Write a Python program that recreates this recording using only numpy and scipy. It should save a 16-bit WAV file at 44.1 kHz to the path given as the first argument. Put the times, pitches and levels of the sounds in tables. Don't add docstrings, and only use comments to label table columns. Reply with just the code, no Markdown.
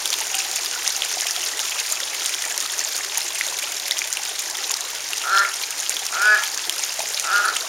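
import sys
import numpy as np
from scipy import signal
from scipy.fft import rfft, irfft
from scipy.io import wavfile
from scipy.ndimage import uniform_filter1d

SR = 44100
rng = np.random.default_rng(int(sys.argv[2]) if len(sys.argv) > 2 else 0)


def master_out(mix):
    frames = np.transpose(np.atleast_2d(mix))
    ceiling = np.clip(frames, -1, 1)
    pcm = np.round(ceiling * 32767).astype(np.int16)
    wavfile.write(sys.argv[1], SR, pcm)


N = 338688
TIME = np.arange(N) / SR
SURGE_HZ = 22.5
BILL_SHUT_DB = -12


def gain_of(db):
    return 10 ** (np.asarray(db) / 20)


def unit_rms(x):
    return x / np.sqrt(np.mean(x ** 2) + 1e-20)


def at_hz(points, hz):
    freqs, values = np.transpose(points)
    return np.interp(np.log(hz + 1), np.log(freqs + 1), values)


def follow(rows, t):
    times, *columns = np.transpose(rows)
    return [np.interp(t, times, column) for column in columns]


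def add(mix, start_s, sound):
    part = mix[max(round(start_s * SR), 0):][:len(sound)]
    part += sound[:len(part)]


def coloured(x, spectrum):
    hz = np.fft.rfftfreq(len(x), 1 / SR)
    return unit_rms(irfft(rfft(x) * gain_of(at_hz(spectrum, hz)), len(x)))


def drift(size, rate_hz):
    hz = np.fft.rfftfreq(size, 1 / SR)
    return unit_rms(irfft(rfft(rng.standard_normal(size)) * np.exp(-(hz / rate_hz) ** 2), size))


def resonate(x, hz, width_hz):
    carrier = np.exp(2j * np.pi * np.cumsum(hz * np.ones(len(x))) / SR)
    pole = np.exp(-np.pi * width_hz / SR)
    return 2 * (carrier * signal.lfilter([1 - pole], [1, -pole], x / carrier + 1e-18)).real


def bubble(hz, cycles, rise_cycles, glide, size):
    turns = hz * np.arange(size) / SR
    bend = 1 + glide * np.minimum(turns / cycles, 2)
    envelope = (1 - np.exp(-turns / rise_cycles)) * np.exp(-turns / cycles)
    wave = envelope * np.sin(2 * np.pi * turns * bend)
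    return wave / abs(wave).max()


def shower(pitches, per_s, spread_db, cycles, glide, spray_db, spray_s, size):
    count = int(per_s * N / SR)
    when, heft, pitch, polarity, shift = rng.random((count, 5, 5)).transpose(1, 0, 2)
    thrown = np.arange(5) > 0
    landing = (when[:, :1] * N - thrown * np.log(1 - when) * spray_s * SR).astype(int) % N
    size_db = spread_db * np.minimum(-np.log(1 - heft[:, :1]), 4.5) + thrown * spray_db
    band = (pitch[:, :1] * len(pitches) + thrown * 6 * (shift - .5)).astype(int)
    height = np.sign(polarity - .5) * gain_of(size_db)
    out = np.zeros(N)
    for k, hz in enumerate(pitches):
        hits = np.bincount(landing[band == k], height[band == k], N)
        ring = bubble(hz, cycles, rise_cycles=0.26, glide=glide, size=size)
        out += signal.oaconvolve(unit_rms(hits), np.sqrt(hz) * ring / np.linalg.norm(ring))[:N]
    return out


def waterfall():
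    # time_s, level_db
    flow_curve = [(0, -27), (1.3, -26.5), (3.1, -28.5), (5.0, -29.5), (7.68, -28)]
    # frequency_hz, level_db
    wash_spectrum = [(200, -31), (600, -16.5), (1100, -6), (2000, -6), (3200, -5.5), (4200, -3), (5200, 1),
                     (6800, 2.5), (8500, -4.5), (10000, -7.5), (13000, -12), (16000, -17)]
    # frequency_hz, level_db
    spray_spectrum = [(300, -41), (1000, -10.5), (2000, -1), (3200, 0.5), (4200, -1), (5200, 0), (6800, 3),
                      (8500, -3), (10000, -7), (13000, -13.5), (16000, -19)]
    flow = gain_of(follow(flow_curve, TIME)[0] + 0.48 * drift(N, SURGE_HZ))
    gush = drift(N, rate_hz=77)
    wash = gain_of(-4 + 0.64 * gush) * coloured(rng.standard_normal(N), wash_spectrum)
    ticks = shower(np.geomspace(1800, 14000, num=16), per_s=1000, spread_db=4, cycles=1.18,
                   glide=0, spray_db=-8, spray_s=.002, size=256)
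    fizz = shower(np.geomspace(1100, 14000, num=36), per_s=1000, spread_db=4.5, cycles=6.8,
                  glide=0.031, spray_db=-11, spray_s=.003, size=1600)
    droplets = gain_of(-4) * coloured(ticks, spray_spectrum)
    droplets += gain_of(-3) * coloured(fizz, spray_spectrum)
    return flow * (wash + gain_of(2.1 * gush) * droplets)


def pool():
    # time_s, level_db
    churn_curve = [(0, -40), (3.2, -40.5), (4.9, -41), (7.68, -41)]
    # frequency_hz, level_db
    spectrum = [(100, -39), (200, -20.5), (270, -10.5), (330, -6.5), (400, -4), (500, -4), (650, -1.5),
                (850, 1), (1200, -5), (2000, 1), (5000, -40)]
    # start_s, peak_db, pitch_hz, decay_cycles
    gulps = [(0.212, -24.5, 865, 4.4), (0.342, -33, 765, 30), (0.76, -25.5, 1420, 8.3),
             (1.171, -23, 724, 3.1), (2.655, -26, 1270, 5), (3.17, -27.5, 930, 6.4), (3.524, -26, 960, 3.3),
             (4.704, -26, 1050, 5.6), (6.682, -34.5, 350, 2.5), (6.99, -22.5, 650, 4.5),
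             (7.003, -20, 840, 2.8), (7.036, -27.5, 630, 3)]
    bubbles = shower(np.geomspace(280, 1600, num=28), per_s=400, spread_db=3.36, cycles=5.3,
                     glide=.03, spray_db=-13.5, spray_s=.012, size=5000)
    churn = gain_of(-1) * coloured(bubbles, spectrum)
    churn += gain_of(-4) * coloured(rng.standard_normal(N), spectrum)
    out = gain_of(follow(churn_curve, TIME)[0] + drift(N, SURGE_HZ)) * churn
    for start_s, db, hz, cycles in gulps:
        gulp = bubble(hz, cycles, rise_cycles=0.15 * cycles, glide=0.0082, size=7000)
        add(out, start_s, gain_of(db) * gulp)
    return out


def lesser_drops(per_s=8, tick_db=0.5):
    rows = []
    for slot, (when, heft, pitch) in enumerate(rng.random((int(per_s * N / SR), 3))):
        db = np.interp(heft, (0, 1), (-13.5, -9))
        hz = np.interp(np.sqrt(pitch), (0, 1), (3300, 7250))
        rows.append(((slot + when) / per_s, db, hz, tick_db))
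    return rows


def drops_and_rasp():
    # start_s, level_db, pitch_hz, tick_against_ring_db
    bursts = [(0.057, -1.5, 3420, -1), (0.1034, -3, 5930, -8), (0.1287, -6.5, 4650, -5),
              (0.1397, -3.5, 3470, 0), (0.3443, -6.5, 2890, -16), (0.56, 0.5, 6720, 14),
              (0.8773, 0, 5800, -8), (0.9644, -3.5, 6600, -13), (1.021, -4, 3270, -11),
              (1.209, -2.5, 7040, -18), (1.269, -1, 7100, 2), (1.3094, -5, 5990, -8),
              (1.363, -11, 3300, -12), (1.593, -4, 3050, -0.5), (1.7997, -6, 6630, -11),
              (1.9214, -6.5, 10160, -12), (2.2605, -3, 8310, -6), (2.294, -6, 5800, 3),
              (2.3404, -10, 3270, -5), (2.4522, -5, 6800, -4), (2.5782, 1.5, 5990, 2),
              (2.6034, -3.5, 6590, -11), (2.7928, -3, 6200, -23), (2.9646, -1, 6330, 12),
              (3.181, -6, 10800, -13), (3.4107, -3.5, 2100, -14), (3.466, -8, 6460, -19),
              (3.9105, -0.5, 3750, -5.5), (3.9903, -4, 6160, -14), (4.0176, -11.5, 2280, -14),
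              (4.1278, 0, 6840, -14), (4.171, -4.5, 2800, -1), (4.3942, -1.5, 6720, 11),
              (4.7164, 1, 6800, 6), (4.7408, -5.5, 5230, -14), (4.8076, -5, 6720, -8),
              (5.1326, -7, 2800, -6.5), (5.3758, -7, 3140, -12), (5.384, -4, 5400, -16),
              (5.4496, -10, 2170, -16), (5.895, 3.5, 7160, -7), (5.9673, -9, 3400, -6),
              (6.0658, -5, 5940, 4), (6.219, -7, 6700, -1), (6.4373, -3, 6120, 0), (6.5757, -6, 6590, -18),
              (6.6521, -11.5, 4180, -17), (6.6958, 0.5, 3270, -2), (7.004, -15, 2480, -12),
              (7.0182, -14, 6930, -6), (7.1753, -10, 3790, -4), (7.1978, 1.5, 6700, 0),
              (7.4847, -10, 4390, -15)]
    # frequency_hz, level_db
    tick_spectrum = [(300, -34), (1200, -14), (3000, -4.5), (6000, 9), (9500, 10), (13000, -0.5),
                     (16000, -9)]
    spray_db = -20.5
    out, t = np.zeros(N), np.arange(1500) / SR
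    tick = coloured(signal.unit_impulse(len(t), 8), tick_spectrum)
    for start_s, db, hz, tick_db in list(bursts) + lesser_drops():
        ring = unit_rms(bubble(hz, cycles=2.65, rise_cycles=0.56, glide=0, size=len(t)))
        burst = ring + gain_of(tick_db) * tick
        mist = resonate(rng.standard_normal(len(t)), hz, width_hz=0.35 * hz)
        spray = unit_rms(mist) * np.exp(-t / 0.0038)
        add(out, start_s, gain_of(db) * burst / abs(burst).max() + gain_of(spray_db) * spray)
    return signal.sosfilt(signal.butter(4, 750, "high", fs=SR, output="sos"), out)


def hum(hz, db):
    wavering_hz = hz + 1.49 * drift(N, rate_hz=3.9)
    return gain_of(db) * unit_rms(np.sin(2 * np.pi * np.cumsum(wavering_hz) / SR))


def pump_and_rumble():
    # time_s, level_db
    drone_curve = [(0, -67), (2.0, -85), (3.3, -76.5), (6.4, -75), (6.65, -69), (7.3, -67.5), (7.5, -78)]
    # frequency_hz, level_db
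    rumble_spectrum = [(20, 1.5), (50, -1.5), (100, 4.5), (160, 1.5), (220, -7.5), (500, -26), (2000, -60)]
    pump = hum(hz=72, db=-65.5 - 1.6 * TIME)
    drone = hum(hz=156, db=follow(drone_curve, TIME)[0])
    return pump + drone + gain_of(-66.5) * coloured(rng.standard_normal(N), rumble_spectrum)


def cavity(x, hz, width_hz):
    return resonate(resonate(x, hz, width_hz), hz, width_hz)


def levelled(x):
    return x / np.sqrt(abs(uniform_filter1d(x ** 2, size=1000)) + 1e-9)


def duck_voice(hz, rough, throat_db, bill_db, throat_hz, nasal):
    # frequency_hz, level_db
    low_spectrum = [(200, -39), (400, -4.5), (520, -8), (700, 1), (1000, -0.5), (1400, 0), (2200, -6.5),
                    (3100, -7.5), (5000, -12), (10000, -45)]
    size = len(hz)
    rough = np.clip(rough, 0, 1)
    turns = np.cumsum(hz * (1 + 0.06 * rough * drift(size, rate_hz=130))) / SR
    pulses = unit_rms(sum(np.cos(2 * np.pi * k * turns) for k in np.arange(1, 36)))
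    pulses *= 1 + .5 * rough * drift(size, rate_hz=150)
    puffs = unit_rms((.2 + np.exp(-(turns % 1) / 0.35)) * rng.standard_normal(size))
    drive = (1 - rough) * pulses + rough * puffs
    throat = gain_of(throat_db) * levelled(cavity(drive, throat_hz, width_hz=213))
    bill = gain_of(bill_db) * levelled(cavity(drive, hz=1716, width_hz=170))
    loud_db = np.maximum(throat_db, bill_db)
    push_db = loud_db - loud_db.max()
    low = gain_of(-30.8 + .3 * push_db) * coloured(0.65 * drive + 0.35 * puffs, low_spectrum)
    overtones = sum(gain_of(db) * unit_rms(cavity(drive, centre, width)) for centre, width, db in nasal)
    call = throat - bill + low + gain_of(loud_db + 0.51 * push_db) * overtones
    return call * signal.windows.tukey(size, .06)


def quack(swell_s, hold_s, fade_s, db, top_hz, sag_hz_per_s, pushed_hz,
          throat_loss_db, bill_gain_db, held_rough, nasal):
    start_hz, climb_s, slack_throat_hz = 109.7, .056, 1352
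    stages = np.cumsum([0, swell_s, hold_s, fade_s])
    t = np.arange(0, stages[-1], 1 / SR)
    climb = 1 - np.exp(-(t / climb_s) ** 1.59)
    hz = start_hz + (top_hz - start_hz) * climb - sag_hz_per_s * np.maximum(t - stages[2], 0)
    level_db = db + np.interp(t, stages, [-17.5, 0, 0, -28])
    rough = np.interp(t, stages, [0.31, held_rough, held_rough, 0.8])
    push = np.interp(t, stages, [0, 1, 1, 0])
    gape = np.sin(np.pi / 2 * np.interp(t, stages, [0, 0.16, 0.95, 0.086])) ** 2
    throat_hz = slack_throat_hz + (pushed_hz - slack_throat_hz) * push ** 2 * (1 - gape ** 2)
    throat_db = level_db - throat_loss_db * gape ** 2
    bill_db = level_db + BILL_SHUT_DB + bill_gain_db * gape
    return duck_voice(hz, rough, throat_db, bill_db, throat_hz, nasal)


def creak(nasal):
    # time_s, pitch_hz, level_db
    creak_curve = [(7.42, 200, -36), (7.443, 216.4, -24), (7.46, 213.7, -16), (7.467, 74.9, -27),
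                   (7.49, 75, -25), (7.503, 74.2, -49), (7.54, 74, -49)]
    t = np.arange(creak_curve[0][0], creak_curve[-1][0], 1 / SR)
    hz, db = follow(creak_curve, t)
    sound = duck_voice(hz, rough=.27, throat_db=db, bill_db=db + BILL_SHUT_DB,
                       throat_hz=1384, nasal=nasal)
    return t[0], sound


def duck():
    # start_s, swell_s, hold_s, fade_s, level_db, top_pitch_hz, sag_hz_per_s,
    # pushed_throat_hz, open_throat_loss_db, open_bill_gain_db, held_roughness (0-1)
    quacks = [(5.23, 0.11, 0.083, 0.077, -17.5, 199.8, 314, 1410, 2.9, 6.6, 0.19),
              (6.118, .135, .09, .095, -17, 212.3, 1047, 1460, 7.3, 12, 0.097),
              (7.233, .11, 0.0436, 0.057, -18.5, 206.5, 353, 1400, 2.1, 1.7, 0.14)]
    # centre_hz, width_hz, against_louder_resonance_db
    nasals = [
        [(4200, 310, -17), (5300, 660, -22)],
        [(2430, 310, -18), (4830, 1000, -18.5)],
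        [(2600, 500, -26), (4370, 1300, -19)],
    ]
    out = np.zeros(N)
    for (start_s, *shape), nasal in zip(quacks, nasals):
        add(out, start_s, quack(*shape, nasal))
    add(out, *creak(nasals[-1]))
    return out


def yard_echo(x):
    # frequency_hz, decay_s
    decay = [(300, 0.36), (1500, 0.27), (5000, 0.21), (14000, 0.048)]
    size, first_echo_s = SR // 2, .012
    taps = rng.standard_normal(size) * (rng.random(size) < .05) * (TIME[:size] > first_echo_s)
    hz, t, bands = signal.stft(taps, SR, nperseg=256)
    fade = gain_of(-60 * t / at_hz(decay, hz)[:, None])
    tail = signal.istft(bands * fade, SR, nperseg=256)[1]
    return signal.oaconvolve(x, tail / np.linalg.norm(tail))[:N]


def scene():
    water = waterfall() + pool() + drops_and_rasp()
    calls = duck()
    echo = yard_echo(gain_of(-9.5) * calls + gain_of(-20) * water)
    return (water + calls + echo + pump_and_rumble())[None]


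def record(dry):
    notch_hz, half_width_hz, cutoff_hz = 7900, 380, 15900
    detune = (np.fft.rfftfreq(N, 1 / SR) - notch_hz) / half_width_hz
    notched = irfft(rfft(dry) * (0.026 + 1j * detune) / (1 + 1j * detune), N)
    lowpass = signal.firwin(511, cutoff_hz, window=("kaiser", 9), fs=SR)
    return signal.oaconvolve(notched, lowpass[None], "same")


dry = scene()
out = record(dry)
master_out(out)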